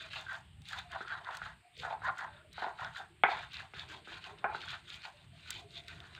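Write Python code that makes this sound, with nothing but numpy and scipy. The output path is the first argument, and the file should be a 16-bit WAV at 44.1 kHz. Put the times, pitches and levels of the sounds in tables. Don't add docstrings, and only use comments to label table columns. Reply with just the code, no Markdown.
import sys
import numpy as np
from scipy import signal
from scipy.fft import rfft, irfft, next_fast_len
from scipy.io import wavfile

SR = 44100
rng = np.random.default_rng(int(sys.argv[2]) if len(sys.argv) > 2 else 0)


def gain_from_db(level_db):
    decades = np.asarray(level_db, float) / 20
    return 10 ** decades


def digitize_waveform(pressure):
    field = np.atleast_2d(pressure).T
    bounded = np.clip(field, -1, 1)
    quanta = np.round(bounded * 32767).astype(np.int16)
    wavfile.write(sys.argv[1], SR, quanta)


N = 273331
TIME = np.arange(N) / SR

# f/Hz, level/dB, t60/s
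DEEP_MODES = [(690, -3, 0.13), (767.4, -2, 0.084), (820, -24, 0.046), (885, 0, 0.067), (975, -6.5, 0.13),
              (1037, -7.5, 0.24), (1126, -19.5, 0.064)]
UPPER_MODES = [(1150, -4.5, 0.077), (1306, -0.5, 0.037), (1422, 1, 0.12), (1470, 2, 0.042),
               (1559.6, 5, 0.12), (1680, 2.5, 0.089), (1773, -5.5, 0.16), (1862, 2, 0.031)]


def colour(x, table):
    hz, db = np.transpose(table)
    size = next_fast_len(len(x), True)
    f = np.maximum(np.arange(size // 2 + 1) * SR / size, 1)
    gain = gain_from_db(np.interp(np.log(f), np.log(hz), db, left=-90, right=-90))
    shaped = irfft(rfft(x, size) * gain / np.sqrt(np.mean(gain ** 2)), size)
    return shaped[:len(x)]


def coloured_noise(table):
    return colour(rng.standard_normal(N), table)


def unit(x):
    return x / np.sqrt(np.mean(x ** 2))


def through(x, response):
    return signal.fftconvolve(x, response)[:N]


def band(x, low_hz, high_hz, order=4):
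    return signal.sosfilt(signal.butter(order, [low_hz, high_hz], "band", fs=SR, output="sos"), x)


def resonate(x, hz, width_hz):
    r = np.exp(-np.pi * width_hz / SR)
    poles = [1, -2 * r * np.cos(2 * np.pi * hz / SR), r * r]
    return np.sqrt(2 * (1 - r * r)) / 2 * signal.lfilter([1, 0, -1], poles, x)


def ring(modes):
    t = TIME[:SR // 3]
    out = 0
    for k, (hz, db, t60) in enumerate(modes):
        out = out + (-1) ** k * gain_from_db(db - 60 * t / max(t60, 0.002)) * np.sin(2 * np.pi * hz * t)
    return out


def wander(rate, spread_db):
    levels = rng.standard_normal(800)
    return np.interp(TIME * rate, np.arange(len(levels)), gain_from_db(spread_db * levels))


def blows(times, db):
    x = np.zeros(N)
    np.add.at(x, (np.asarray(times) * SR).astype(int), gain_from_db(db))
    return x


def slips(rate, spread_db):
    when = rng.random(N) < rate / SR
    size = rng.exponential(size=N)
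    sign = np.sign(rng.standard_normal(N))
    return unit(when * gain_from_db(spread_db * np.minimum(size, 5)) * sign)


def strokes(shape, column):
    # start t/s, length/s, grit level/dB, deep ring level/dB, upper ring level/dB
    crushes = [(-0.003, 0.05, -49.5, -64, -54), (0.116, 0.081, -49, -55.5, -53),
               (0.275, 0.035, -56.5, -53.5, -43.5), (0.331, 0.022, -54.5, -60, -56),
               (0.669, 0.054, -51.5, -65, -61.5), (0.719, 0.032, -56, -51, -46.5),
               (0.776, 0.025, -52.5, -58, -56), (0.908, 0.047, -55.5, -48.5, -48),
               (1, 0.02, -58.5, -64, -54), (1.074, 0.066, -55.5, -51.5, -43),
               (1.158, 0.058, -63.5, -57, -63), (1.252, 0.044, -61.5, -48, -46),
               (1.323, 0.038, -54.5, -59, -53.5), (1.415, 0.063, -54.5, -54, -47.5),
               (1.78, 0.035, -50.5, -66, -78), (1.832, 0.037, -59, -42.5, -46.0),
               (1.901, 0.02, -59, -44.5, -56), (2.034, 0.06, -55, -41.5, -41),
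               (2.175, 0.053, -55, -44.5, -44), (2.306, 0.085, -68.5, -76, -62),
               (2.549, 0.053, -56.5, -54, -59), (2.601, 0.074, -56, -43.5, -49.5),
               (2.786, 0.087, -54.5, -50, -46.5), (2.947, 0.056, -54.5, -53, -48)]
    scrapes = [(3.278, 0.065, -49.5, -43.5, -43), (3.348, 0.08, -52, -59, -51.5),
               (3.524, 0.04, -49.5, -64.5, -54.5), (3.583, 0.037, -56.0, -57, -56.5),
               (3.748, 0.026, -54.5, -60.5, -51), (3.789, 0.03, -51.5, -57.5, -56.5),
               (3.888, 0.063, -53, -57.5, -57), (4.071, 0.095, -53, -59.5, -54.5),
               (4.23, 0.056, -54, -51.5, -53.5), (4.384, 0.022, -65, -57, -60.5),
               (4.475, 0.045, -70, -45.5, -53), (4.534, 0.035, -53.5, -78, -72),
               (4.612, 0.043, -53, -62, -53), (4.684, 0.053, -48, -58.5, -49.5),
               (4.875, 0.078, -50.5, -65.5, -58.5), (5.034, 0.025, -51.5, -54.5, -52),
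               (5.14, 0.1, -67.5, -72.5, -74), (5.333, 0.062, -66.5, -76, -72.5),
               (5.446, 0.083, -56, -75, -59), (5.516, 0.069, -51.5, -63.5, -66.5),
               (5.714, 0.087, -54.5, -73, -65.5), (5.876, 0.048, -54.5, -65, -57.5),
               (5.97, 0.17, -65, -65.5, -62), (6.146, 0.036, -62, -71, -64.5)]
    lag_s, attack_db, lean_db, crown_db, release_db = shape
    rows = np.array(crushes + scrapes)
    coarse = TIME[::64]
    t = coarse - rows[:, :1] - lag_s
    length = np.maximum(rows[:, 1:2], 0.01)
    u = 2 * np.clip(t / length, 0, 1) - 1
    db = attack_db * np.minimum(t, 0) - release_db * np.maximum(t - length, 0)
    db = db + lean_db * u + crown_db * (0.5 - u * u)
    return np.interp(TIME, coarse, gain_from_db(rows[:, [column]] + db).sum(axis=0))


def background():
    # t/s, rumble level/dB
    traffic = [(0.0, -58.5), (0.14, -62), (1.59, -60.5), (1.66, -80), (1.79, -60), (3.18, -67), (3.23, -60),
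               (3.73, -61.5), (3.76, -54), (4.09, -68), (4.16, -58), (4.31, -65.5), (4.77, -58),
               (5.54, -61.5), (5.99, -57.5), (6.2, -60)]
    # t/s, drone level/dB
    motor = [(0.0, -72), (0.6, -80), (1.17, -77), (1.71, -82), (1.98, -71), (2.21, -74.5), (2.35, -74.5),
             (2.97, -82), (3.3, -74), (3.45, -76), (3.71, -79), (3.93, -65.5), (4.23, -73.5), (4.63, -65),
             (4.87, -80), (5.4, -77), (5.54, -73.5), (6.2, -75)]
    # f/Hz, level/dB per Hz
    rumble_colour = [(12, -51.5), (20, -18), (27, -21), (40, -17.5), (48, -5), (81, 3), (162, -1.5),
                     (219, -15), (260, -16), (340, -35.5), (570, -120)]
    drone_colour = [(120, -30), (200, 0.5), (221, -16.5), (307, -1), (350, 0.5), (460, -3.5), (528, -16),
                    (600, -1), (780, -31.5), (1320, -120)]
    air_colour = [(290, -69), (500, -47), (595, -15.5), (640, -23), (688, -7), (831, -27), (893, -12.5),
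                  (2980, -6.5), (4530, -18), (6060, -34), (8450, -12.5), (10500, -32), (15400, -34),
                  (15750, -60)]

    traffic_db = np.interp(TIME, *np.transpose(traffic)) - 0.4
    heave = wander(9.7, 2.9) * wander(22, 2.8)
    rumble = gain_from_db(traffic_db) * heave * coloured_noise(rumble_colour)

    motor_db = np.interp(TIME, *np.transpose(motor)) + 0.88
    drone = gain_from_db(motor_db) * wander(15, 3.2) * coloured_noise(drone_colour)

    air = coloured_noise(air_colour)
    edges_hz = [300, 750, 1200, 1800, 2700, 4000, 6000]
    patches = 0
    for low_hz, high_hz in zip(edges_hz, edges_hz[1:]):
        patches = patches + (wander(12, 2.5) - 1) * band(air, low_hz, high_hz, order=2)
    return rumble + drone + gain_from_db(-70) * (air + patches)


def dove():
    # t/s, length/s, start f/Hz, end f/Hz, level/dB
    coos = [(0.0, 0.21, 650, 640, -59), (.47, 0.33, 797, 832, -80), (0.826, 0.14, 716, 690, -60),
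            (1.627, 0.062, 702, 707, -61.5), (1.774, 0.067, 503, 494, -55.5), (2.3, 0.2, 602, 615, -64),
            (3.078, 0.094, 345, 354, -71), (4.263, 0.071, 406, 430, -68.5), (5.134, 0.034, 600, 598, -68),
            (5.315, 0.066, 690, 703, -61.5), (5.519, 0.048, 354, 361, -65.5),
            (5.603, 0.053, 388, 418, -71.5), (5.548, 0.17, 685, 693, -64), (5.699, 0.06, 356, 368, -71),
            (5.756, 0.091, 685, 704, -60.5), (5.901, 0.14, 690, 690, -66)]
    out = np.zeros(N)
    flutter, waver = wander(110, 4.4), wander(40, 0.15)
    for s, length, hz0, hz1, db in coos:
        at = slice(int(s * SR), int((s + length) * SR))
        u = (TIME[at] - TIME[at][0]) / length
        pitch_hz = waver[at] * (hz0 + (hz1 - hz0) * u)
        swell = np.sqrt(np.sin(np.pi * u).clip(0))
        out[at] += gain_from_db(db + 2.0) * swell * np.sin(2 * np.pi * np.cumsum(pitch_hz) / SR)
    return 1.64 * out * (np.minimum(flutter, 1.6) - 0.6)


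def ticks():
    # t/s, level/dB
    flicks = [(0.2114, -50), (0.3306, -51), (0.6185, -58), (0.6868, -46), (0.7881, -46), (0.9168, -55),
              (1.3508, -50), (1.3698, -43), (1.7774, -56), (2.1824, -50), (2.5311, -52), (2.9821, -53),
              (3.5329, -50), (5.5049, -32), (5.882, -50)]
    s, db = np.transpose(flicks)
    decay = gain_from_db(-60 * TIME[:900] / 0.018)
    rustle = through(blows(s, db - 3.0), decay) * rng.standard_normal(N)
    return 2.5 * band(rustle, 4600, 8800, order=2) + 0.6 * band(rustle, 9000, 15000, order=2)


def squeals():
    # t/s, length/s, f/Hz, level/dB
    bowed = [
        (0.283, .03, 1559, -40),
        (0.326, .028, 1559, -41),
        (1.908, .06, 885, -40),
        (2.03, .11, 1046, -43),
        (4.472, .06, 850, -42),
    ]
    out = np.zeros(N)
    grip = wander(120, 2.5)
    for s, length, hz, db in bowed:
        u = np.clip((TIME - s) / length, 0, 1)
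        swell = np.sqrt(np.sin(np.pi * u).clip(0))
        out += gain_from_db(db) * swell * np.sin(2 * np.pi * hz * TIME)
    return out * grip


def snaps():
    # t/s, level/dB
    splits = [
        (0.619, -51),
        (1.0165, -46),
        (1.0809, -46.5),
        (1.37, -45),
        (2.8459, -44),
        (3.7943, -42),
        (5.5058, -26.5),
        (5.881, -43),
        (6.0026, -40),
    ]
    s, db = np.transpose(splits)
    body = blows(s, db + 7.5)
    top = blows(s, db + 3.0 + 0.9 * (db - db.max()))
    return band(body, 1500, 4600, order=2) + band(top, 5000, 16000, order=2)


def cracks(table):
    bodies, edges = np.zeros(N + 800), np.zeros(N + 800)
    t = TIME[:800]
    for s, db, hz, top_db in table:
        noise = rng.standard_normal(800)
        at = slice(int(s * SR), int(s * SR) + 800)
        crumble = gain_from_db(0.5 - 60 * t / 0.017) * noise
        tone = gain_from_db(-60 * t / 0.0094) * np.sin(2 * np.pi * hz * t)
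        bodies[at] += gain_from_db(db - 4.0) * (tone + crumble)
        edges[at] += gain_from_db(db + top_db - 4.5 - 60 * t / 0.0061) * noise
    return band(bodies[:N], 1800, 4700, order=3) + band(edges[:N], 5200, 10500, order=2)


def catches():
    # t/s, level/dB, ring f/Hz,
    # t60/s
    stone_rings = [(0.266, -34.5, 1580, 0.038), (0.71, -36, 1760, 0.03), (0.729, -42, 1470, 0.037),
                   (0.743, -37, 1530, 0.035), (0.784, -34.5, 795, 0.032), (0.961, -34, 1524, 0.043),
                   (1.011, -34, 1450, 0.03), (1.049, -38, 1370, 0.03), (1.075, -36, 1560, 0.038),
                   (1.109, -31.5, 1540, 0.026), (1.122, -29.5, 1596, 0.039), (1.272, -34, 996, 0.034),
                   (1.289, -27, 1000, 0.028), (1.334, -37, 1380, 0.03), (1.417, -31, 1540, 0.023),
                   (1.458, -36, 1580, 0.027), (1.866, -32, 1460, 0.027), (2.034, -33, 1046, 0.037),
                   (2.045, -30, 1046, 0.032), (2.068, -28.5, 1040, 0.034), (2.085, -24, 1407, 0.041),
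                   (2.092, -26, 1200, 0.046), (2.098, -26, 1430, 0.046), (2.174, -35.5, 1490, 0.03),
                   (2.21, -36, 1340, 0.03), (2.239, -32, 940, 0.025), (2.632, -32, 860, 0.03),
                   (2.643, -26.5, 906, 0.043), (2.819, -30.5, 1040, 0.038), (2.847, -28, 1480, 0.03),
                   (2.948, -37, 1460, 0.03), (2.963, -33.5, 1725, 0.033), (2.979, -37, 1560, 0.034),
                   (3.002, -33.5, 790, 0.044), (3.248, -22, 1320, 0.017), (3.262, -24, 990, 0.03),
                   (3.287, -19.5, 802, 0.033), (3.313, -27, 719, 0.03), (3.334, -28, 884, 0.03),
                   (3.603, -34, 1740, 0.025), (4.447, -22.5, 763, 0.03), (4.453, -18.5, 756, 0.024),
                   (4.469, -31, 810, 0.03), (4.637, -38, 1420, 0.03), (4.679, -34, 1530, 0.03),
                   (1.906, -46, 2430, 0.088), (1.909, -28.5, 885, 0.045), (2.789, -39, 1410, 0.032),
                 (3.239, -21.5, 2170, 0.04), (3.258, -28, 2100, .04), (3.267, -29, 2200, 0.028),
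                 (3.295, -34, 1890, .05), (3.315, -36, 2300, .05), (3.39, -40, 2400, 0.054),
                 (4.443, -32.5, 2420, .08), (4.456, -28.5, 1080, .06), (4.462, -34, 1700, .05),
                 (4.49, -45, 2450, .09), (4.495, -34, 797, .06), (4.513, -38, 1410, 0.035),
                 (4.52, -42, 2410, .06), (4.548, -27.5, 820, .025), (4.548, -29, 1400, 0.018),
                 (3.24, -20.5, 1090, 0.047), (3.246, -23.5, 1750, 0.045), (4.444, -29, 560, 0.038),
                 (5.05, -39.5, 888, 0.033), (5.46, -45, 1490, 0.046), (5.513, -41, 1530, .04),
                 (5.93, -48, 1900, .05), (6.05, -51, 1800, .06), (6.178, -43, 1570, .03)]
    out = np.zeros(N + 4000)
    t = TIME[:4000]
    for s, db, hz, t60 in stone_rings:
        cluster = np.sin(2 * np.pi * hz * t)
        cluster += 0.52 * np.sin(2 * np.pi * 0.99 * hz * t)
        cluster -= 0.45 * np.sin(2 * np.pi * 0.883 * hz * t)
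        click = gain_from_db(-5.5 - 60 * t / 0.0066) * np.sin(2 * np.pi * 1.5 * hz * t)
        decay = gain_from_db(-60 * t / max(t60, 0.005))
        out[int(s * SR):][:4000] += gain_from_db(db - 6.5) * (decay * cluster + click)
    return band(out[:N], 560, 2900, order=2)


def knocks():
    # t/s, deep level/dB, then upper, bright and floor thump relative to deep/dB
    hits = [(1.006, -44.5, 14, -6, 0), (1.288, -37, 4, -30, -44), (1.418, -52.5, 23.5, -11, -11),
            (1.833, -35, 4, -24, -24), (1.85, -34.5, 8.5, -18, -23), (1.909, -29, -19, -13, -42),
            (1.926, -28, -8, -8, -42), (2.019, -44, 10, -13, -26), (2.58, -34.5, 3, -23, -20),
            (2.622, -27, -0.5, -34, -17.5), (2.664, -26, -3.5, -16, -19), (2.795, -35.5, -25, -20, -33),
            (3.003, -41, -10, -31.5, -20.5), (3.236, -14.5, 2.5, 7.5, -17.5), (3.736, -54.5, 12, 19, 3.5),
            (4.073, -51.5, 13, -6, 1), (4.442, -21.5, 2.5, -8, -16), (4.547, -34.5, 7, -19, -12),
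            (5.061, -42, -2, -22, -31), (6.177, -61, 3, 16, -3)]
    # f/Hz, level/dB, t60/s
    bright_modes = [(1963, 0.5, 0.17), (2200, 5, 0.02), (2100, -8, 0.036), (2470, 7, 0.058),
                    (2990, -31.5, 0.085)]
    # f/Hz, level over the modes/dB, t60/s
    thuds = [(837, 15, 0.0062), (1420, 21, 0.0055), (2420, 22.5, 0.0036), (3220, 0, 0.0097)]
    # f/Hz, level/dB, t60/s
    mat_modes = [(200, 0, 0.03), (374, 1, 0.05), (508, -2, 0.059)]
    s, deep, upper, bright, mat = np.transpose(hits)
    families = [(thuds[:1] + DEEP_MODES, deep + 3),
                (thuds[1:2] + UPPER_MODES, deep + upper + 3),
                (thuds[2:3] + bright_modes, deep + bright + 6),
                (thuds[3:], deep + 4 * np.minimum(bright, 0) + 12.7)]
    stone = 0
    for modes, db in families:
        body = ring(modes)
        strike = blows(s, db - 2.0)
        bounces = blows(s + 0.001412, db - 7.5) + blows(s + 0.0062, db - 16.0)
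        stone = stone + through(strike + bounces, body / np.max(np.abs(body)))
    stone = band(band(stone, 690, 5500, order=3), 200, 3900)
    thump = band(through(blows(s, deep + mat - 3.0), ring(mat_modes)), 100, 520, order=2)
    contact = np.hanning(16)
    contact = contact / contact.sum()
    return through(through(stone + thump, contact), contact)


def grinding():
    # lag/s, attack/(dB/s), lean/dB, mid-stroke crown/dB, release/(dB/s)
    grit_shape = (-0.0063, 459, 3.1, 3.5, 290)
    deep_shape = (0.043, 750.5, -4.8, 2, 332)
    upper_shape = (0.0144, 646.5, -2, 1, 334)
    dust_shape = (0.014, 500, -1.5, 1.5, 260)
    # f/Hz, width/Hz, level/dB
    grit_bands = [(2060, 240, -6.5), (2468, 280, -5.5), (2774, 233, -7), (3097, 210, -8), (3340, 100, -9.5),
                  (3600, 145, -4), (3900, 200, -6), (4300, 260, -6), (4630, 67, -15)]
    # f/Hz, level/dB per Hz
    dust_colour = [(2940, -10), (4700, -8), (5510, -14), (6890, -6.5), (10600, -26.5), (12400, -26),
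                   (13400, -31), (15300, -24), (15700, -59)]
    # t/s, fine dust over grit level/dB
    dryness = [(0, -22), (.4, -15), (.7, -15), (.82, -17), (.92, -19), (1.16, -21), (1.33, -17),
               (1.9, -20.5), (2.2, -15.5), (2.35, -29), (2.6, -21), (3.0, -14.5), (3.28, -21.5), (3.5, -21),
               (3.9, -18.5), (4.5, -19), (4.7, -20.5), (5.0, -18), (6.2, -17.5)]

    judder = wander(90, 2.02)
    deep_press = strokes(deep_shape, column=3)
    upper_press = strokes(upper_shape, column=4)
    out = 0
    for modes, press, low_hz, high_hz in ((DEEP_MODES, gain_from_db(-8.0) * deep_press, 640, 1250),
                                          (UPPER_MODES, gain_from_db(-13.0) * upper_press, 1080, 1900)):
        force = slips(900, 1.84) * press * judder
        body = 0
        for hz, mode_db, t60 in modes:
            push = force * gain_from_db(mode_db) * wander(24, 2.85)
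            body = body + resonate(push, hz, 18 + 3.66 / t60)
        out = out + band(body, low_hz, high_hz, order=2)

    weight = slips(700, 3.8) * judder * gain_from_db(-7.0) * deep_press
    out = out + band(weight, 220, 510, order=2)

    rasp = (slips(4000, 2.0) + 0.18 * slips(330, 4.4)) * judder
    grains = rasp * gain_from_db(-5.5) * strokes(grit_shape, column=2)
    patches = 0
    for hz, width_hz, db in grit_bands:
        patches = patches + gain_from_db(db) * resonate(grains * wander(22, 4.5), hz, width_hz)
    out = out + band(patches, 2044, 4233)

    dust_gain = strokes(dust_shape, column=2) * gain_from_db(np.interp(TIME, *np.transpose(dryness)) + 4.0)
    flurry = wander(110, 3.0)
    dust = colour(0.6 * rasp + 0.45 * slips(5000, 5.5), dust_colour)
    return out + dust_gain * flurry * dust


def kitchen(x):
    # f/Hz, level/dB per Hz
    echo_colour = [(88, -62), (150, -9), (341, -4), (401, -0.5), (632, -14), (885, -3), (1140, -10),
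                   (1800, -7.5), (2500, -5.5), (2910, -10.5), (4320, -10), (5000, -32), (6500, -65.5),
                   (11000, -120)]
    room_t60_s, build_s = 0.35, 0.011
    t = TIME[:SR]
    tail = colour(rng.standard_normal(SR), echo_colour)
    tail = tail * gain_from_db(-60 * t / room_t60_s) * np.clip(t / build_s, 0, 1)
    return through(x, tail / np.sqrt(np.sum(tail ** 2)))


def scene():
    # t/s, level/dB, centre f/Hz, top end over body/dB
    seeds = [(0.133, -34, 3900, -31), (0.3531, -36.5, 3600, -32), (0.619, -48, 3820, -6),
             (0.6547, -41, 3800, -11), (0.9184, -33, 3150, -31), (1.0809, -35, 3430, -32),
             (1.247, -38.5, 3580, -29), (1.3099, -41, 3530, -11), (1.3708, -33, 4300, -37),
             (1.437, -45, 3140, -23), (1.7674, -37.5, 3220, -28), (1.7993, -32.5, 3640, -22),
             (2.012, -58, 2480, -22), (2.529, -42, 4000, -14), (2.8464, -30.5, 3380, -29),
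             (3.542, -30, 4140, -24), (3.741, -39, 2720, -30), (3.7951, -28.5, 3740, -37),
             (3.901, -40, 3110, -29), (4.2412, -30, 3060, -25), (4.386, -43, 2830, -25),
             (4.6064, -33, 3800, -27), (4.685, -30, 2820, -35.5), (4.8838, -43, 3380, -24),
             (5.0527, -33.5, 2400, -22), (5.506, -26.5, 3530, -8), (5.7074, -43, 3900, -28),
             (5.8374, -44, 2100, -21), (5.8815, -32.5, 3830, -29), (6.0028, -35, 3600, -35)]
    further_cracks = [(0.6878, -37, 3630, -18), (0.7114, -35, 3270, -17), (0.7876, -37, 3650, -22),
                      (1.0164, -42, 2370, -18), (1.3498, -42, 4040, -26), (2.172, -48, 3360, -19),
                      (2.6643, -47, 3620, -31), (3.5199, -43, 3600, -24), (3.5688, -30.5, 3900, -32),
                      (3.7658, -40, 2400, -19), (3.8881, -39, 3110, -29), (3.9744, -43, 3210, -22),
                      (4.1405, -38, 3700, -24), (4.5374, -42, 2550, -17), (4.5815, -42, 2840, -24),
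                      (4.6164, -34, 3750, -25), (4.7037, -27, 2420, -34), (4.9023, -32, 3900, -25),
                      (4.9427, -33, 3160, -23), (5.019, -40, 4220, -25), (5.031, -40, 2500, -20),
                      (5.5294, -34, 3420, -27), (5.7558, -38, 3650, -23), (5.7862, -45, 3140, -25),
                      (6.1499, -36, 2850, -19)]
    bird = dove()
    hits = knocks()
    grind = grinding() + cracks(seeds) + catches() + snaps()
    wet = kitchen(gain_from_db(-20.0) * grind + gain_from_db(-14.0) * hits + gain_from_db(-7.5) * bird)
    small_bits = cracks(further_cracks) + ticks() + squeals()
    return (background() + bird + small_bits + hits + grind + wet)[None]


def low_pass(x):
    return signal.sosfilt(signal.butter(12, 16460, fs=SR, output="sos"), x)


def record(dry):
    return low_pass(dry)


dry = scene()
out = record(dry)
digitize_waveform(out)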